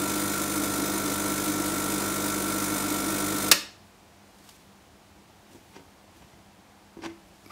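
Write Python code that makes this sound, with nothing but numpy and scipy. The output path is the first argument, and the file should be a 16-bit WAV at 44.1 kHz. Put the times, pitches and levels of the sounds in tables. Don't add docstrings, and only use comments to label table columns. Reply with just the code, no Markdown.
import sys
import numpy as np
from scipy import signal
from scipy.io import wavfile

SR = 44100
rng = np.random.default_rng(int(sys.argv[2]) if len(sys.argv) > 2 else 0)


def bounce(signal):
    frames = np.transpose(np.atleast_2d(signal))
    limited = np.clip(frames, -1, 1)
    pcm = np.round(limited * 32767).astype(np.int16)
    wavfile.write(sys.argv[1], SR, pcm)


def undo_db(level):
    steps = np.asarray(level, float) / 20
    return 10 ** steps


N = 331191

MAINS_HZ = 49.91
FIRST_STROKE_S, STOP_S = .0130, 3.497
HUM_T60_S, SETTLE_T60_S = 0.4, .32
FLOW_DB, RATTLE_DB, GURGLE_DB, AIR_DB = -31.5, -55, -34.5, -55.2
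FOAM_DB, FOAM_FADE_DB_PER_S = -67, 2.2
CHATTER_S, CHATTER_GAP_S, CHATTER_DB, CHATTER_LOSS_DB = 7.0367, .00906, -32.5, 1.9

# order [multiple of mains], level_db [dB rms]
HUM_ORDERS = [(1, -53), (2, -47.5), (3, -48), (4, -39.5), (6, -39), (9, -51), (10, -48), (12, -51),
              (13, -53), (14, -52), (19, -52), (21, -58), (22, -52), (24, -51), (26, -55), (27, -41),
              (29, -48), (31, -58), (41, -60), (50, -59), (51, -60)]
# freq_hz [Hz], level_db [dB rms]
WEAK_ORDERS = [(600, -62), (1500, -66.5), (2500, -63.5), (3500, -64.5), (5300, -66.5)]
# freq_hz [Hz], density_db [dB per Hz]
FLOW_SPECTRUM = [(55, -28.5), (90, -12), (170, -8.5), (500, -10.5), (800, -13), (1500, -16.5),
                 (2500, -16.5), (2750, -19.5), (3300, -16.5), (3500, -17.5), (5500, -15), (9000, -11),
                 (12000, -14), (16000, -18.5)]
# freq_hz [Hz], width_hz [Hz], level_db [dB]
CASING_PEAKS = [(400, 40, 5.6), (613, 31, 7), (723, 30, 6), (954, 60, 8), (1120, 18, 2.4), (1224, 38, 3.8),
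                (1372.4, 27, 15.7), (1500, 30, 9.6), (1854, 62, 4.7), (2220, 150, 5), (3750, 60, 5),
                (4880, 87, 2)]
# freq_hz [Hz], width_hz [Hz], level_db [dB]
VALVE_PEAKS = [(3580, 100, -3), (4130, 110, -4.5), (5170, 92, -8), (5740, 82, -3), (6290, 110, -1),
               (7060, 110, -1.5), (7710, 160, -4), (8840, 54, -2.5), (9220, 100, -2.5), (9740, 96, -10.5),
               (10030, 110, -8.5), (13100, 130, -5.5), (13900, 110, -3.5), (14700, 56, -10.5)]
# freq_hz [Hz], width_hz [Hz], level_db [dB]
GLASS_PEAKS = [(291.7, 27, -3.5), (313, 20, -2)]
# start_s [s], level_db [dB], t60_s [s], brightness_db [dB]
SWITCH_CONTACTS = [
    (3.5136, -11, .03, -3),
    (3.5152, -3.5, .016, 1),
    (3.5187, -8, .016, -9),
    (3.5217, -13, .025, -10),
    (3.524, -22, .1, -10),
]
# freq_hz [Hz], density_db [dB per Hz]
SWITCH_SPECTRUM = [(59, -46.5), (100, -17), (357, -10), (801, -12.5), (1280, -1.5), (1550, -7.5),
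                   (2740, 5.5), (3320, -9.5), (4380, 0), (8100, -8), (9010, -10.5), (13200, -14.5),
                   (16000, -19.5)]
# freq_hz [Hz], level_db [dB], t60_s [s]
PANEL_MODES = [(160, -10.5, .3), (570, -6, .25), (1039, -2, 0.15), (1327, 1.5, .1), (1884, 7.5, 0.16),
               (2200, 0.5, 0.14), (2640, -3.5, .1), (2780, 0, .17), (4380, -6.5, 0.17)]
# freq_hz [Hz], t60_s [s]
ROOM_T60 = [(150, .5), (400, .46), (1000, .44), (2800, .44), (5000, .42), (8000, .33), (12000, .25)]
# freq_hz [Hz], level_db [dB rms]
FRIDGE_TONES = [(96.9, -72.5), (199.2, -66.5)]
# freq_hz [Hz], density_db [dB per Hz]
AIR_SPECTRUM = [(30, -19), (60, -8), (100, -7.5), (125, -13.5), (165, -10.5), (204, -6), (235, -14),
                (310, -10), (420, -15), (584, -16), (720, -12), (1280, -19.5), (6890, -30.3), (16000, -40)]
# freq_hz [Hz], density_db [dB per Hz]
FOAM_SPECTRUM = [(300, -22), (1000, -8), (3000, -1), (8000, -3), (16000, -11)]
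# peak_s [s], level_db [dB], rise_s [s], fall_s [s]
SLEEVE_RUSTLES = [
    (4.492, -55, .07, .07),
    (4.4903, -46, .0004, .004),
    (5.53, -62, .03, .05),
    (5.72, -66, .15, .15),
    (6.17, -65, .03, .1),
    (7.5, -65, .3, .1),
]
# freq_hz [Hz], level_db [dB], t60_s [s]
TRAY_MODES = [(103, -6, 0.13), (298, 5, .09), (388, 3, .045), (520, -6, .04), (750, -10, 0.044),
              (950, -2, .04), (1550, -12, .04), (331, 4.5, .14)]
# freq_hz [Hz], density_db [dB per Hz]
GRIT_SPECTRUM = [(350, -36), (600, -10), (931, -1), (1440, -15), (2430, -12), (3390, -16), (4710, -23.5),
                 (6030, -21.5), (14100, -41), (16000, -45)]
# freq_hz [Hz], width_hz [Hz], level_db [dB]
BASE_PEAKS = [(1550, 86, 6), (2080, 55, 10), (2400, 150, -2), (3050, 150, 1), (4730, 180, 10),
              (5640, 200, 7)]
# start_s [s], level_db [dB]
TRAY_TAPS = [
    (5.548, -42),
    (5.765, -35),
    (6.9695, -34),
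    (6.9749, -36),
    (6.990, -34.5),
    (7.4622, -45),
]
# peak_s [s], thud_db [dB], grit_db [dB], fall_s [s]
KNOCK_CONTACTS = [
    (4.4903, -75, -52, .003),
    (5.549, -55, -65, 0.018),
    (6.162, -70, -59.5, .006),
    (6.973, -62, -53, 0.0052),
    (7.022, -50, -49, .012),
    (7.0602, -48, -34, 0.0068),
    (7.462, -60, -56, .003),
]
# peak_s [s], thud_db [dB], grit_db [dB], fall_s [s]
RUB_CONTACTS = [
    (5.525, -65, -62, 0.019),
    (5.765, -57, -46, 0.016),
    (5.80, -56, -71, 0.016),
    (6.228, -62, -57, 0.024),
    (6.335, -70, -60, .022),
    (7.10, -62, -52, .022),
    (7.040, -50, -39, 0.011),
    (7.051, -47, -36, 0.0042),
    (7.509, -60, -47, 0.0092),
]
# centre_s [s], level_db [dB], width_s [s]
HAND_BUMPS = [
    (5.578, -48, .0025),
    (6.215, -45, .002),
    (6.247, -46, .002),
    (6.338, -46, .002),
    (7.068, -41, .002),
]
# freq_hz [Hz], level_db [dB], t60_s [s]
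CUP_MODES = [(1230, 1, .06), (1290, -13, .04), (2280, -3, 0.034), (2608, -12, .03), (4930, -4, .02),
             (5300, -14, .04), (11200, -12, .02), (11600, -7, .02)]
# start_s [s], level_db [dB], lowest_mode_db [dB]
CUP_CLINKS = [
    (7.4615, -44, -16),
    (7.476, -51, -16),
    (7.499, -55, 3),
    (7.5025, -51, 6),
    (7.5058, -47, 6),
]


def evened(x):
    return x / np.sqrt(np.mean(x ** 2) + 1e-20)


def read(points, hz):
    f, value = np.transpose(points)
    return np.interp(np.log(hz + 1), np.log(f + 1), value)


def resonance(hz, peaks, lift_db=0.):
    return sum(undo_db(db + lift_db) ** 2 / (1 + (2 * (hz - f) / w) ** 2) for f, w, db in peaks)


def colour(x, spectrum, peaks=(), lift_db=0.):
    hz = abs(np.fft.fftfreq(8192, 1 / SR))
    power = 1 + resonance(hz, peaks, lift_db)
    log_gain = np.log(undo_db(np.maximum(read(spectrum, hz), -100)) * np.sqrt(power))
    taps = np.fft.ifft(np.exp(np.conj(signal.hilbert(log_gain)))).real[:4096]
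    return signal.oaconvolve(x, taps / np.linalg.norm(taps))[:len(x)]


def ring(modes, seconds):
    t = np.arange(round(seconds * SR)) / SR
    return sum(undo_db(db - 60 * t / t60) * np.sin(2 * np.pi * hz * t) for hz, db, t60 in modes)


def wander(hz):
    sos = signal.butter(2, hz, fs=SR, output="sos")
    return evened(signal.sosfilt(sos, rng.standard_normal(N)))


def press(t, peak_s, rise_s, fall_s):
    return np.exp(-np.where(t < peak_s, (peak_s - t) / rise_s, (t - peak_s) / fall_s))


def room(x):
    taps = np.zeros(SR // 2)
    at = np.arange(200, len(taps) - 20, 20)
    taps[at + rng.integers(0, 20, len(at))] = rng.choice([-1., 1.], len(at))
    hz, t, z = signal.stft(taps, SR, nperseg=256)
    decay = undo_db(-60 * t / read(ROOM_T60, hz)[:, None])
    tail = signal.istft(z * decay, SR, nperseg=256)[1]
    return signal.oaconvolve(x, tail / np.linalg.norm(tail))[:N]


def kitchen(t):
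    air = undo_db(AIR_DB) * evened(colour(rng.standard_normal(N), AIR_SPECTRUM))
    hum = sum(np.sqrt(2) * undo_db(db + 1.5 * wander(5)) * np.sin(2 * np.pi * hz * t) for hz, db in FRIDGE_TONES)
    foam_db = FOAM_DB - FOAM_FADE_DB_PER_S * (t - STOP_S) + 1.0 * wander(15)
    foam = undo_db(foam_db) * (t > STOP_S)
    fibres = evened(undo_db(3 * np.minimum(rng.exponential(1, N), 4) + 2 * wander(60)))
    brush = sum(undo_db(db) * press(t, s, rise, fall) for s, db, rise, fall in SLEEVE_RUSTLES)
    return air + hum + colour((foam + fibres * brush) * rng.standard_normal(N), FOAM_SPECTRUM)


def cup():
    out = np.zeros(N + SR)
    low_hz, low_mode_db, low_t60 = CUP_MODES[0]
    for s, db, low_db in CUP_CLINKS:
        sound = ring([(low_hz, low_mode_db + low_db, low_t60)] + CUP_MODES[1:], .1)
        out[round(s * SR):][:len(sound)] += undo_db(db) * sound
    return out[:N]


def hand_push(t):
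    out = np.zeros(N)
    for s, db, width in HAND_BUMPS:
        square = ((t - s) / width) ** 2
        pulse = (square - 1) * np.exp(-.5 * np.minimum(square, 99))
        out += undo_db(db) * pulse * (abs(t - s) < 6 * width)
    return out


def touches(t):
    grains = evened(rng.standard_normal(N) * undo_db(3.6 * np.minimum(rng.exponential(1, N), 4)))
    contacts = [(press(t, s, .001, fall), low, high) for s, low, high, fall in KNOCK_CONTACTS]
    contacts += [(press(t, s, fall, fall), low, high) for s, low, high, fall in RUB_CONTACTS]
    thud = sum(undo_db(db) * force for force, db, _ in contacts)
    grit = sum(undo_db(db) * force for force, _, db in contacts)
    tray, blows = ring(TRAY_MODES, .25), np.zeros(N)
    chatter = [(CHATTER_S + k * CHATTER_GAP_S, CHATTER_DB - k * CHATTER_LOSS_DB) for k in range(10)]
    for s, db in TRAY_TAPS + chatter:
        blows[round(s * SR)] = undo_db(db)
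    drive = undo_db(9.0) * thud * grains / np.linalg.norm(tray) + blows / abs(tray).max()
    highpass = signal.butter(2, 85, "high", fs=SR, output="sos")
    thump = signal.sosfilt(highpass, signal.oaconvolve(drive, tray)[:N])
    return thump + hand_push(t) + colour(grit * grains, GRIT_SPECTRUM, BASE_PEAKS)


def switch(t):
    grain = rng.standard_normal(N)
    decays = [undo_db(db - 60 * np.maximum(t - s, 0) / t60) * (t >= s) for s, db, t60, _ in SWITCH_CONTACTS]
    force = sum(decays) * grain
    bright = sum(undo_db(row[3]) * decay for row, decay in zip(SWITCH_CONTACTS, decays))
    edge = bright * rng.standard_normal(N)
    crack = colour(edge, [(4000, -30.5), (9000, 0.0), (14000, -1.5), (16000, -8.0)])
    panel = ring(PANEL_MODES, .4)
    panel_ring = signal.oaconvolve(force, panel / np.linalg.norm(panel))[:N]
    return colour(force, SWITCH_SPECTRUM) + undo_db(-6.5) * crack + undo_db(-11.5) * panel_ring


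def gurgle(t):
    settle = undo_db(-60 * np.maximum(t - STOP_S, 0) / SETTLE_T60_S)
    drive = rng.standard_normal(N) * undo_db(1.0 * wander(12)) * settle
    column = colour(drive, [(20, -46.0), (200, -43.5), (450, -35.0), (20000, -91)], GLASS_PEAKS, lift_db=35.0)
    return undo_db(GURGLE_DB) * column / np.std(column[:round(STOP_S * SR)])


def pump_flow(t):
    since_s = (t - FIRST_STROKE_S) % (1 / MAINS_HZ)
    surge = .3 + (since_s / .007) ** 1.6 * np.exp(-1.6 * (since_s / 0.0062 - 1))
    surge = surge * undo_db(.8 * wander(18))
    low, high = rng.standard_normal((2, N))
    split = signal.butter(2, 1700, fs=SR, output="sos")
    body = colour(signal.sosfilt(split, low), FLOW_SPECTRUM, CASING_PEAKS)
    hiss = evened(surge) * high
    hiss = colour(hiss - signal.sosfilt(split, hiss), FLOW_SPECTRUM, CASING_PEAKS)
    spray = evened(surge ** 2.0) * rng.standard_normal(N)
    hiss = hiss + undo_db(-8) * colour(spray, [(7000, -30.0), (12000, -0.5), (16000, 2.5)])
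    hiss = colour(hiss, [(20, 0.0019), (20000, 0)], VALVE_PEAKS, lift_db=8.5)
    strokes = np.diff(since_s, prepend=0) < 0
    clatter = rng.standard_normal(600) * np.exp(-np.arange(600) / 220.)
    rattle = signal.oaconvolve(1. * strokes, clatter)[:N]
    rattle = colour(rattle, [(2300, -37.5), (3300, 1.5), (5000, -3.5), (7000, -25.5)])
    return (t < STOP_S) * (undo_db(FLOW_DB) * evened(body + hiss) + undo_db(RATTLE_DB) * evened(rattle))


def pump_hum(t):
    sway, out, levels_db = wander(3.5), np.zeros(N), dict(HUM_ORDERS)
    until = t < STOP_S + 2 * HUM_T60_S
    for order in range(13, 106):
        hz = order * MAINS_HZ
        lift = resonance(hz, CASING_PEAKS) + resonance(hz, VALVE_PEAKS, 8.0)
        levels_db.setdefault(order, read(WEAK_ORDERS, hz) + 10 * np.log10(lift))
    for order, db in levels_db.items():
        phase = 2 * np.pi * rng.random() + 0.0056 * order * sway[until]
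        t60_s = HUM_T60_S * min(order / 4, 1)
        ring_out = undo_db(-60 * np.maximum(t[until] - STOP_S, 0) / t60_s)
        tone = np.cos(2 * np.pi * order * MAINS_HZ * t[until] + phase)
        out[until] += np.sqrt(2) * undo_db(db) * ring_out * tone
    return out


def scene():
    t = np.arange(N) / SR
    flow, snap, hands = pump_flow(t), switch(t), touches(t) + cup()
    walls = room(undo_db(-9.0) * flow + undo_db(-11.5) * snap + undo_db(-16) * hands)
    return (pump_hum(t) + flow + gurgle(t) + snap + hands + walls + kitchen(t))[None]


def band_limit(x):
    return signal.sosfilt(signal.butter(12, 16130, fs=SR, output="sos"), x)


def record(dry):
    thin = signal.sosfilt(signal.butter(4, 36, "high", fs=SR, output="sos"), dry)
    lowpass = signal.firwin(2001, 15740, window=("kaiser", 9), fs=SR)
    limited = np.clip(signal.oaconvolve(thin, lowpass[None], "same"), -1, 1)
    return band_limit(limited)


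dry = scene()
out = record(dry)
bounce(out)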